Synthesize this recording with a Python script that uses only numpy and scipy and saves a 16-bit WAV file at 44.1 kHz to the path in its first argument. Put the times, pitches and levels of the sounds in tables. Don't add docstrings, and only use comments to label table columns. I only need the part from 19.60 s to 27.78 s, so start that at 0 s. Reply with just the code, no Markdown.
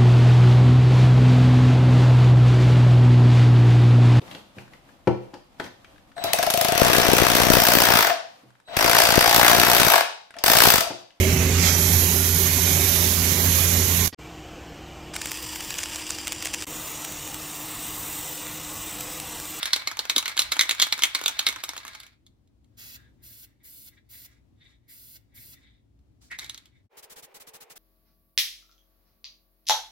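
import sys
import numpy as np
from scipy import signal
from scipy.fft import rfft, irfft, next_fast_len
from scipy.io import wavfile
from scipy.ndimage import uniform_filter1d, map_coordinates

SR = 44100
rng = np.random.default_rng(int(sys.argv[2]) if len(sys.argv) > 2 else 0)


def to_wav(s):
    ch = np.atleast_2d(s).T
    pcm = np.round(np.clip(ch, -1, 1) * 32767)
    wavfile.write(sys.argv[1], SR, pcm.astype(np.int16))


N = 360738
T = np.arange(N) / SR


# hz, lag_rad
CAN_PHASE = [(0, 0.87), (900, 1.21), (3800, 0.68), (5300, 1.7), (9000, 3.63), (12500, 5.5), (16000, 8.8)]
BASE_DB_PER_WALL_DB, CRACK_DB_PER_WALL_DB = 0.5, 0.24
FOCUS_DB, FOCUS_DB_PER_DB = 3.5, 0.24


def ball(thud_db=-14.0, base_db=-9.0, crack_db=-3.5, level_db=-1.3, echo_db=-8, room_db=-12):
    direct, echoes = np.zeros(N), np.zeros((2, N))
    for start_s, blow_db, wall_db, extra_base_db, extra_crack_db, dome_hz in blows():
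        wall_share_db = thud_db + wall_db
        base_share_db = base_db + extra_base_db + BASE_DB_PER_WALL_DB * wall_db
        crack_share_db = crack_db + extra_crack_db + CRACK_DB_PER_WALL_DB * wall_db
        shares_db = (wall_share_db, base_share_db, 0, crack_share_db)
        focus_db = FOCUS_DB + FOCUS_DB_PER_DB * (blow_db - SQUARE_HIT_DB)
        blow = knock(level_db + blow_db, dome_hz, shares_db, focus_db)
        add(direct, blow, start_s - LEAD_S)
        add(echoes, reflections(blow, decay_s=.008, treble_db=-4), start_s - LEAD_S)
    return ports(direct, CAN_PHASE, pan_db=-1.5) + undb(echo_db) * echoes + undb(room_db) * room(direct)


# start_s, landing_db, rebound_after_s, rebound_db, dome_hz (favoured), extra_base_db
STROKES = [(0.0294, -19.5, 0.027, -22, 3910, 2.5), (0.1328, -9.5, 0.029, -24, 4374, -1.5),
           (0.2735, -18.5, 0.0041, -31.5, 4276, 3), (0.3915, -17.5, .004, -32.5, 4500, -11),
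           (0.4976, -13.5, .0054, -24, 3750, 3), (0.5629, -10.5, 0.018, -12, 3750, -15.5),
           (0.6575, -22, 0.022, -23.5, 3990, 4), (0.7764, -17.5, 0.016, -9.5, 3450, -1.5),
           (0.9191, -16.5, 0.0027, -17.5, 4126, -0.5), (0.993, -9, 0.017, -11.5, 3550, 5.5),
           (1.093, -15.5, 0.017, -14.5, 4100, 3), (1.1988, -13, .024, -10.5, 3550, 0.5),
           (1.3247, -12, .004, -25.5, 3970, 2.5), (1.4215, -20, 0.014, -8, 3232, 4.5),
           (1.5488, -15, 0.0039, -22, 3980, 1.5), (1.6603, -12.5, 0.02, -16.5, 3650, -3),
           (1.7919, -16, 0.0037, -25.5, 3830, -1), (1.8665, -11.5, 0.021, -17, 3800, 1.5)]
SQUARE_HIT_DB, WALL_DB_PER_DB = -14.5, 0.4428
CUSHION_DB = -4
SKITTER_GAP_S, SKITTER_DB, SKITTER_LOSS_DB = 0.009, -17.5, 5
GRAZE_S, GRAZE_SPREAD_S, GRAZE_DB, GRAZE_WALL_DB = 0.047, 0.01, -39, 13
# start_s, level_db, wall_db; # the faint click at
# 2.6655 s is a finger ticking on the nozzle
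TAPS = [(0.3145, -35.5, 19), (0.3703, -34, 12.5), (0.7684, -29, 9), (0.8185, -20, -2.5), (0.9672, -33, 19),
        (1.2181, -14.5, -7.5), (1.2685, -34, 15.5), (1.392, -30.5, 13.5), (1.4536, -24, 0),
        (1.614, -34, 18), (1.6387, -29, 7.5), (1.9608, -39, 21), (2.0377, -24.5, 7), (2.091, -27, 5.5),
        (2.1347, -42, 19.5), (2.1656, -36.5, 15.5), (2.178, -32.5, 5), (2.251, -41, 18.5), (2.2676, -41, 5),
        (2.2798, -35.5, 5.5), (2.35, -40.5, 12), (2.4011, -39, 0), (2.4335, -47, 5), (2.4662, -47.5, 3.5),
        (2.6655, -51.5, -11), (2.8749, -70, -1), (3.0445, -67, 1), (6.391, -76, 10), (6.715, -47.5, 13.5),
        (6.7883, -28.5, -2), (6.7935, -30.5, -6), (6.832, -49.5, 13), (6.8443, -37.5, -1), (6.863, -44, -2),
        (6.8964, -29.5, -4.5), (6.9452, -38, -2), (6.977, -40.5, -2.5), (7.0573, -53, 1)]
TAP_HZ, TAP_SPREAD = 3700, 0.05


def blows(count=2):
    rows = []
    for start_s, landing_db, gap_s, rebound_db, dome_hz, base_db in STROKES:
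        hits = [(start_s, landing_db, CUSHION_DB), (start_s + gap_s, rebound_db, 0)]
        for k in range(count):
            next_s = hits[-1][0] + SKITTER_GAP_S * np.exp(.3 * rng.standard_normal())
            hits.append((next_s, rebound_db + SKITTER_DB - k * SKITTER_LOSS_DB, 0))
        for hit_s, level_db, crack_db in hits:
            wall_db = WALL_DB_PER_DB * (SQUARE_HIT_DB - level_db)
            rows.append((hit_s, level_db, wall_db, base_db, crack_db, dome_hz))
        graze_s = start_s + GRAZE_S + GRAZE_SPREAD_S * rng.standard_normal()
        graze_db = GRAZE_DB + 2 * rng.standard_normal()
        rows.append((graze_s, graze_db, GRAZE_WALL_DB, 0, 0, dome_hz))
    for start_s, level_db, wall_db in TAPS:
        dome_hz = TAP_HZ * (1 + TAP_SPREAD * rng.standard_normal())
        rows.append((start_s, level_db, wall_db, 0, 0, dome_hz))
    return rows


# pitch_hz, level_db, t60_s
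CAN_MODES = [(306, -22, 0.03), (880, -21.5, 0.093), (1293, -13, 0.028), (1480, -16, .07),
             (1800, -19.5, .06), (2130, -1, 0.031), (2267, -14.5, 0.11), (3250, -9.5, .025),
             (3700, -9.5, 0.023), (3966, -10, .025), (4180, -6.5, .025), (4660, -13.5, 0.031),
             (5800, -17, 0.027), (8344, -16.5, .03)]
# hz, level_db
SHELL = [(120, -51), (280, -17.5), (650, -20.5), (1200, -6), (1700, -14), (2150, -6), (2650, -17),
         (3400, -3.5), (4100, 0), (4900, -10.5), (7000, -6), (9500, -12.5), (12000, -15.5), (16000, -21)]
# low_hz, high_hz
REGISTERS = [signal.butter(3, edges_hz, "band", fs=SR, output="sos")
             for edges_hz in [(230, 1750), (1750, 2650), (2650, 5300), (5300, 17000)]]
LEAD_S = .01


def knock(dome_db, dome_hz, shares_db, focus_db, shell_s=.0014, shell_db=12, buzz_db=-21, buzz_s=0.015,
          slide_db=-17, slide_s=0.0026, chatter_db=5):
    t = np.arange(SR // 8) / SR - LEAD_S
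    after = np.maximum(t, 0)
    hz, db, t60_s = np.transpose(CAN_MODES)[:, :, None]
    detune, strength, turn_rad = rng.standard_normal((3, len(hz), 1))
    mode_gain = undb(db + 2 * strength - 60 * after / t60_s)
    ring = mode_gain * np.sin(2 * np.pi * (hz * (1 + 0.0069 * detune)) * t + 2 * np.pi * turn_rad)
    rebounds = np.minimum(unit(uniform_filter1d(rng.standard_normal(len(t)), size=90)), 2)
    chatter = undb(buzz_db + chatter_db * rebounds) * np.exp(-after / buzz_s)
    slide = undb(slide_db) * np.exp(-abs(t) / slide_s)
    shell = np.where(t < 0, slide, np.exp(-after / shell_s) + chatter)
    blow = ring.sum(0) * (t > 0) + undb(shell_db) * shell * noise(SHELL, size=len(t))
    blow = blow + undb(focus_db) * signal.lfilter(*signal.iirpeak(dome_hz, 5.5, fs=SR), blow)
    contact = abs(t - .0018) < .0022
    out = np.zeros(len(t))
    for sos, share_db in zip(REGISTERS, shares_db):
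        part = signal.sosfilt(sos, blow)
        out += part * undb(dome_db + share_db) / part[contact].std()
    return out


# time_s, level_db
CHURN = [
    [(0, -34), (0.3, -45), (0.55, -43), (1.82, -42), (2.12, -53), (2.3, -48.5), (2.45, -55.5), (2.56, -73)],
    [(6.68, -74.5), (6.81, -62), (6.9, -60), (7.01, -67), (7.1, -76)],
]
# hz, level_db
SPLASH = [(150, -31), (500, -15.5), (900, -4.5), (1500, -2), (2150, 2), (2800, -8), (4100, -0.5),
          (5200, -9.5), (9000, -16.5), (16000, -23.5)]
# hz, level_db
SWIRL_COLOUR = [(400, -10.5), (1200, -1), (2500, -7.5), (4600, -3), (7000, -1.5), (15000, -19)]
LULL_LEAD_S, LULL_HALF_S, LULL_DB = 0.017, 0.041, -3.5
DRAIN_FROM_S, DRAIN_S, SWIRL_HZ, SWIRL_SAG_HZ = 3.29, 0.27, 2000, 480


def paint(churn_db=-3, swirl_db=-4.0, hiss_db=-9, grain=0.7, drops_per_s=1100, base_width_hz=520):
    drop_size = np.exp(grain * np.minimum(rng.standard_normal(N), 2))
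    drops = (rng.random(N) < drops_per_s / SR) * rng.standard_normal(N) * drop_size
    lull = sum(swell(start_s - LULL_LEAD_S, LULL_HALF_S) for start_s, *_ in STROKES)
    churn = sum(gain_curve(rows) for rows in CHURN)
    out = unit(colour(drops, SPLASH)) * churn * undb(churn_db + LULL_DB * lull)
    flow = rng.standard_normal(N) * undb(5.4 * walk(60))
    dome = resonance(flow, 3620, width_hz=620)
    hiss = noise(SWIRL_COLOUR) * undb(hiss_db + 2.7 * walk(160))
    for center_s, half_s, level_db, dome_db in swirls():
        sag_hz = SWIRL_SAG_HZ * np.exp(-max(center_s - DRAIN_FROM_S, 0) / DRAIN_S)
        base = resonance(flow, SWIRL_HZ - sag_hz, width_hz=base_width_hz)
        swirl = base + undb(dome_db) * dome + hiss
        out += swell(center_s, half_s) * undb(swirl_db + level_db) * swirl
    return out


# center_s, half_s (to 1/e), level_db, dome_db
SWIRLS = [(5.073, 0.074, -63, 1), (6.09, 0.088, -72.5, 3.5), (6.719, 0.012, -43, -20),
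          (6.75, 0.008, -47, -16), (6.816, 0.015, -43, -7), (6.865, 0.051, -53.5, -9),
          (7.17, 0.042, -71.5, -6)]
SWIRL_LAG_S, SWIRL_HALF_S, SWEEP_SWIRL_DB, SWEEP_DOME_DB = 0.051, 0.059, -65, -7


def swirls():
    rows = list(SWIRLS)
    for start_s, end_s, _, _, turn_db in BURSTS:
        for hand_s, level_db in ((start_s, SWEEP_SWIRL_DB), (end_s, turn_db)):
            rows.append((hand_s + SWIRL_LAG_S, SWIRL_HALF_S, level_db, SWEEP_DOME_DB))
    return rows


# start_s, end_s, jet_db, rush_db (mist on the cardboard),
# turn_db (paint swirl as the hand turns back)
BURSTS = [(3.168, 3.362, -48.5, -53, -63.5), (3.619, 3.847, -50.5, -62.5, -69.5),
          (4.029, 4.287, -49.5, -66, -66), (4.487, 4.66, -49.5, -60, -62.5),
          (5.277, 5.568, -51, -64.5, -81), (5.739, 5.942, -51, -63.5, -64.5)]
# hz, level_db
JET = [(500, -6.5), (1200, -71), (2100, -11), (3300, -9.5), (4700, -3.5), (6000, -9), (8000, 0),
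       (10000, -1), (12800, 4), (16000, 2.5)]
# hz, level_db
RUSH = [(200, -11), (600, -6.5), (1000, -4), (2000, 8.5), (3500, 7), (4700, 9.5), (7000, 7), (14000, -65)]
# hz, lag_rad
JET_PHASE = [(0, 0.7), (2700, 3.92), (6000, 7.98), (9300, 10.7), (13300, 11.8), (16000, 14)]


def spray(open_s=0.022, close_s=0.0045, spit_db=-58, spit_s=0.01, board_db=-7, board_s=0.0014):
    jet, rush = np.zeros((2, N))
    for start_s, end_s, jet_db, rush_db, _ in BURSTS:
        flow = valve(start_s, end_s, open_s, close_s)
        jet += flow * undb(jet_db)
        rush += flow * undb(rush_db) + swell(end_s - .008, spit_s) * undb(spit_db)
    sputter = undb(.8 * walk(500) + .3 * walk(40))
    out = (jet * noise(JET) + rush * noise(RUSH)) * sputter
    delay_s = board_s * (1 + 0.037 * walk(3))
    return out + undb(board_db) * map_coordinates(out, [(T - delay_s) * SR], order=3)


def valve(start_s, end_s, open_s, close_s):
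    return np.clip((T - start_s) / open_s, 0, 1) * np.exp(-np.clip((T - end_s) / close_s, 0, 50))


# start_s, end_s
FAST_BURSTS = [(7.367, 7.396), (7.424, 7.447), (7.495, 7.532), (7.557, 7.598), (7.622, 7.651),
               (7.74, 7.772), (7.797, 7.824), (7.866, 7.894), (7.932, 7.966), (8.002, 8.032),
               (8.096, 8.124), (8.154, 8.19)]
# hz, level_db
FAST_JET = [(400, -2), (1500, -1.5), (4000, -2), (10000, -2.5), (16000, -4)]
# hz, level_db
FAST_RUMBLE = [(30, -10.5), (150, -22), (300, -10), (450, 7.5), (600, -1.5), (850, 1.5), (1300, -9),
               (2400, -8), (4000, -19), (8000, -30), (16000, -26.5)]
CUT_S = 7.29


def fast_forward(open_s=0.0085, close_s=0.0074, puff_db=-46.0, rumble_db=-59):
    flow = undb(puff_db) * sum(valve(start_s, end_s, open_s, close_s) for start_s, end_s in FAST_BURSTS)
    rumble = wide(FAST_RUMBLE, side_db=-3.5) * undb(rumble_db + 1.73 * walk(45))
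    fade_in = np.clip((T - CUT_S) / .04, 0, 1) ** 2
    return flow * wide(FAST_JET, side_db=1) + rumble * fade_in


# time_s, level_db
SLEEVE = [(6.6, -93), (6.617, -61), (6.645, -60), (6.69, -66), (6.72, -91)]
# hz, level_db
SLEEVE_COLOUR = [(500, -4), (2500, -7.5), (4500, -1), (8000, -3), (12000, -12), (16000, -14)]
# center_s, half_s (to 1/e), level_db, pitch_hz
BUMPS = [(0.568, 0.011, -39, 295), (0.873, .045, -51, 60), (6.396, 0.063, -62.5, 60.1)]


def handling():
    out = wide(SLEEVE_COLOUR, side_db=2.0) * gain_curve(SLEEVE)
    push = rng.standard_normal(N)
    for center_s, half_s, level_db, pitch_hz in BUMPS:
        thud = resonance(push, pitch_hz, width_hz=0.93 * pitch_hz)
        out += swell(center_s, half_s) * undb(level_db) * thud
    return out


# hz, level_db
RUMBLE = [(20, -30.5), (40, -7), (60, 1.5), (80, -3.5), (110, 1), (160, -12.5), (290, -9.5), (420, -23),
          (700, -29), (1500, -39.5), (4000, -42), (9000, -49), (16000, -52.5)]
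MAINS_HZ = 60


def workshop(rumble_db=-63, hum_db=-71, pan_db=3):
    hum = np.sqrt(2) * np.sin(2 * np.pi * MAINS_HZ * T) * undb(hum_db)
    side = colour(noise(RUMBLE), [(60, -7.5), (130, -7.0), (500, 0.5)]) * np.array([[1], [-1]])
    rumble = (noise(RUMBLE) + side) * undb(rumble_db + 1.5 * walk(5.026))
    return (rumble + hum) * undb(np.array([[pan_db], [-pan_db]]) / 2)


def reflections(x, decay_s, treble_db):
    t = np.arange(SR // 12) / SR
    outline = [(1200, 0.46), (4000, 0.94), (14000, treble_db)]
    echoes = colour(rng.standard_normal((2, len(t))), outline) * np.exp(-t / decay_s) * (t > .001)
    return signal.fftconvolve(x[None], unit(echoes) / np.sqrt(len(t)), axes=1)[:, :N]


def room(x, t60_low_s=0.38, t60_high_s=0.21, treble_db=-6):
    t = np.arange(SR // 2) / SR
    low, high = rng.standard_normal((2, 2, len(t)))
    low = colour(low, [(100, -9.0), (2500, -6.5), (6000, -16.0), (12000, -27.5)])
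    high = colour(high, [(1500, -20.5), (4000, -12.0), (14000, treble_db)])
    tail = low * undb(-60 * t / t60_low_s) + high * undb(-60 * t / t60_high_s)
    tail = unit(tail * np.clip(t / 0.004, 0, 1)) / np.sqrt(len(t))
    return signal.fftconvolve(x[None], tail, axes=1)[:, :N]


def ports(x, phase, pan_db):
    size = next_fast_len(N)
    lag_rad = np.interp(np.fft.rfftfreq(size, 1 / SR), *np.transpose(phase))
    left = irfft(rfft(x, size) * np.exp(-1j * lag_rad), size)[:N]
    return np.array([left * undb(pan_db / 2), x * undb(-pan_db / 2)])


def resonance(x, hz, width_hz):
    b, a = signal.iirpeak(hz, hz / width_hz, fs=SR)
    return unit(signal.lfilter(b, a, signal.lfilter(b, a, x)))


def swell(center_s, half_s):
    return np.exp(-np.minimum(((T - center_s) / half_s) ** 2, 50))


def wide(points, side_db):
    return unit(noise(points) + undb(side_db) * noise(points) * np.array([[1], [-1]]))


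def noise(points, size=N):
    return unit(colour(rng.standard_normal(size), points))


def colour(x, points):
    hz, db = np.transpose(points)
    size = next_fast_len(x.shape[-1])
    f = np.maximum(np.fft.rfftfreq(size, 1 / SR), 1)
    gain = undb(np.interp(np.log(f), np.log(hz), db))
    return irfft(rfft(x, size) * gain, size)[..., :x.shape[-1]]


def walk(rate_hz):
    k = int(SR / rate_hz)
    steps = np.repeat(rng.standard_normal(N // k + 1), k)
    return unit(uniform_filter1d(uniform_filter1d(steps, k), k)[:N])


def gain_curve(rows):
    time_s, db = np.transpose(rows)
    return undb(np.interp(T, time_s, db, left=-200, right=-200))


def undb(db):
    return 10 ** (np.asarray(db) / 20)


def unit(x):
    return x / np.sqrt(np.mean(x ** 2) + 1e-20)


def add(out, x, start_s):
    i = max(int(start_s * SR), 0)
    out[..., i:i + x.shape[-1]] += x[..., :max(N - i, 0)]


def scene():
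    liquid, jet = paint(), spray()
    slosh = ports(liquid, CAN_PHASE, pan_db=-2.0)
    slosh += undb(-0.5) * reflections(liquid, decay_s=0.014, treble_db=-6.5)
    slosh += undb(-10.0) * room(liquid)
    hiss = ports(jet, JET_PHASE, pan_db=-1)
    hiss += undb(-2.5) * reflections(jet, decay_s=0.0077, treble_db=-1.0)
    hiss += undb(-12) * room(jet)
    fade_out = np.clip((CUT_S - T) / 0.033, 0, 1) ** 2
    return (ball() + slosh + hiss + handling() + workshop()) * fade_out + fast_forward()


TOP_HZ = 16100


def record(dry):
    low_pass = signal.ellip(10, .2, 80, TOP_HZ, fs=SR, output="sos")
    return signal.sosfilt(low_pass, np.tanh(dry))


dry = scene()
out = record(dry)
to_wav(out)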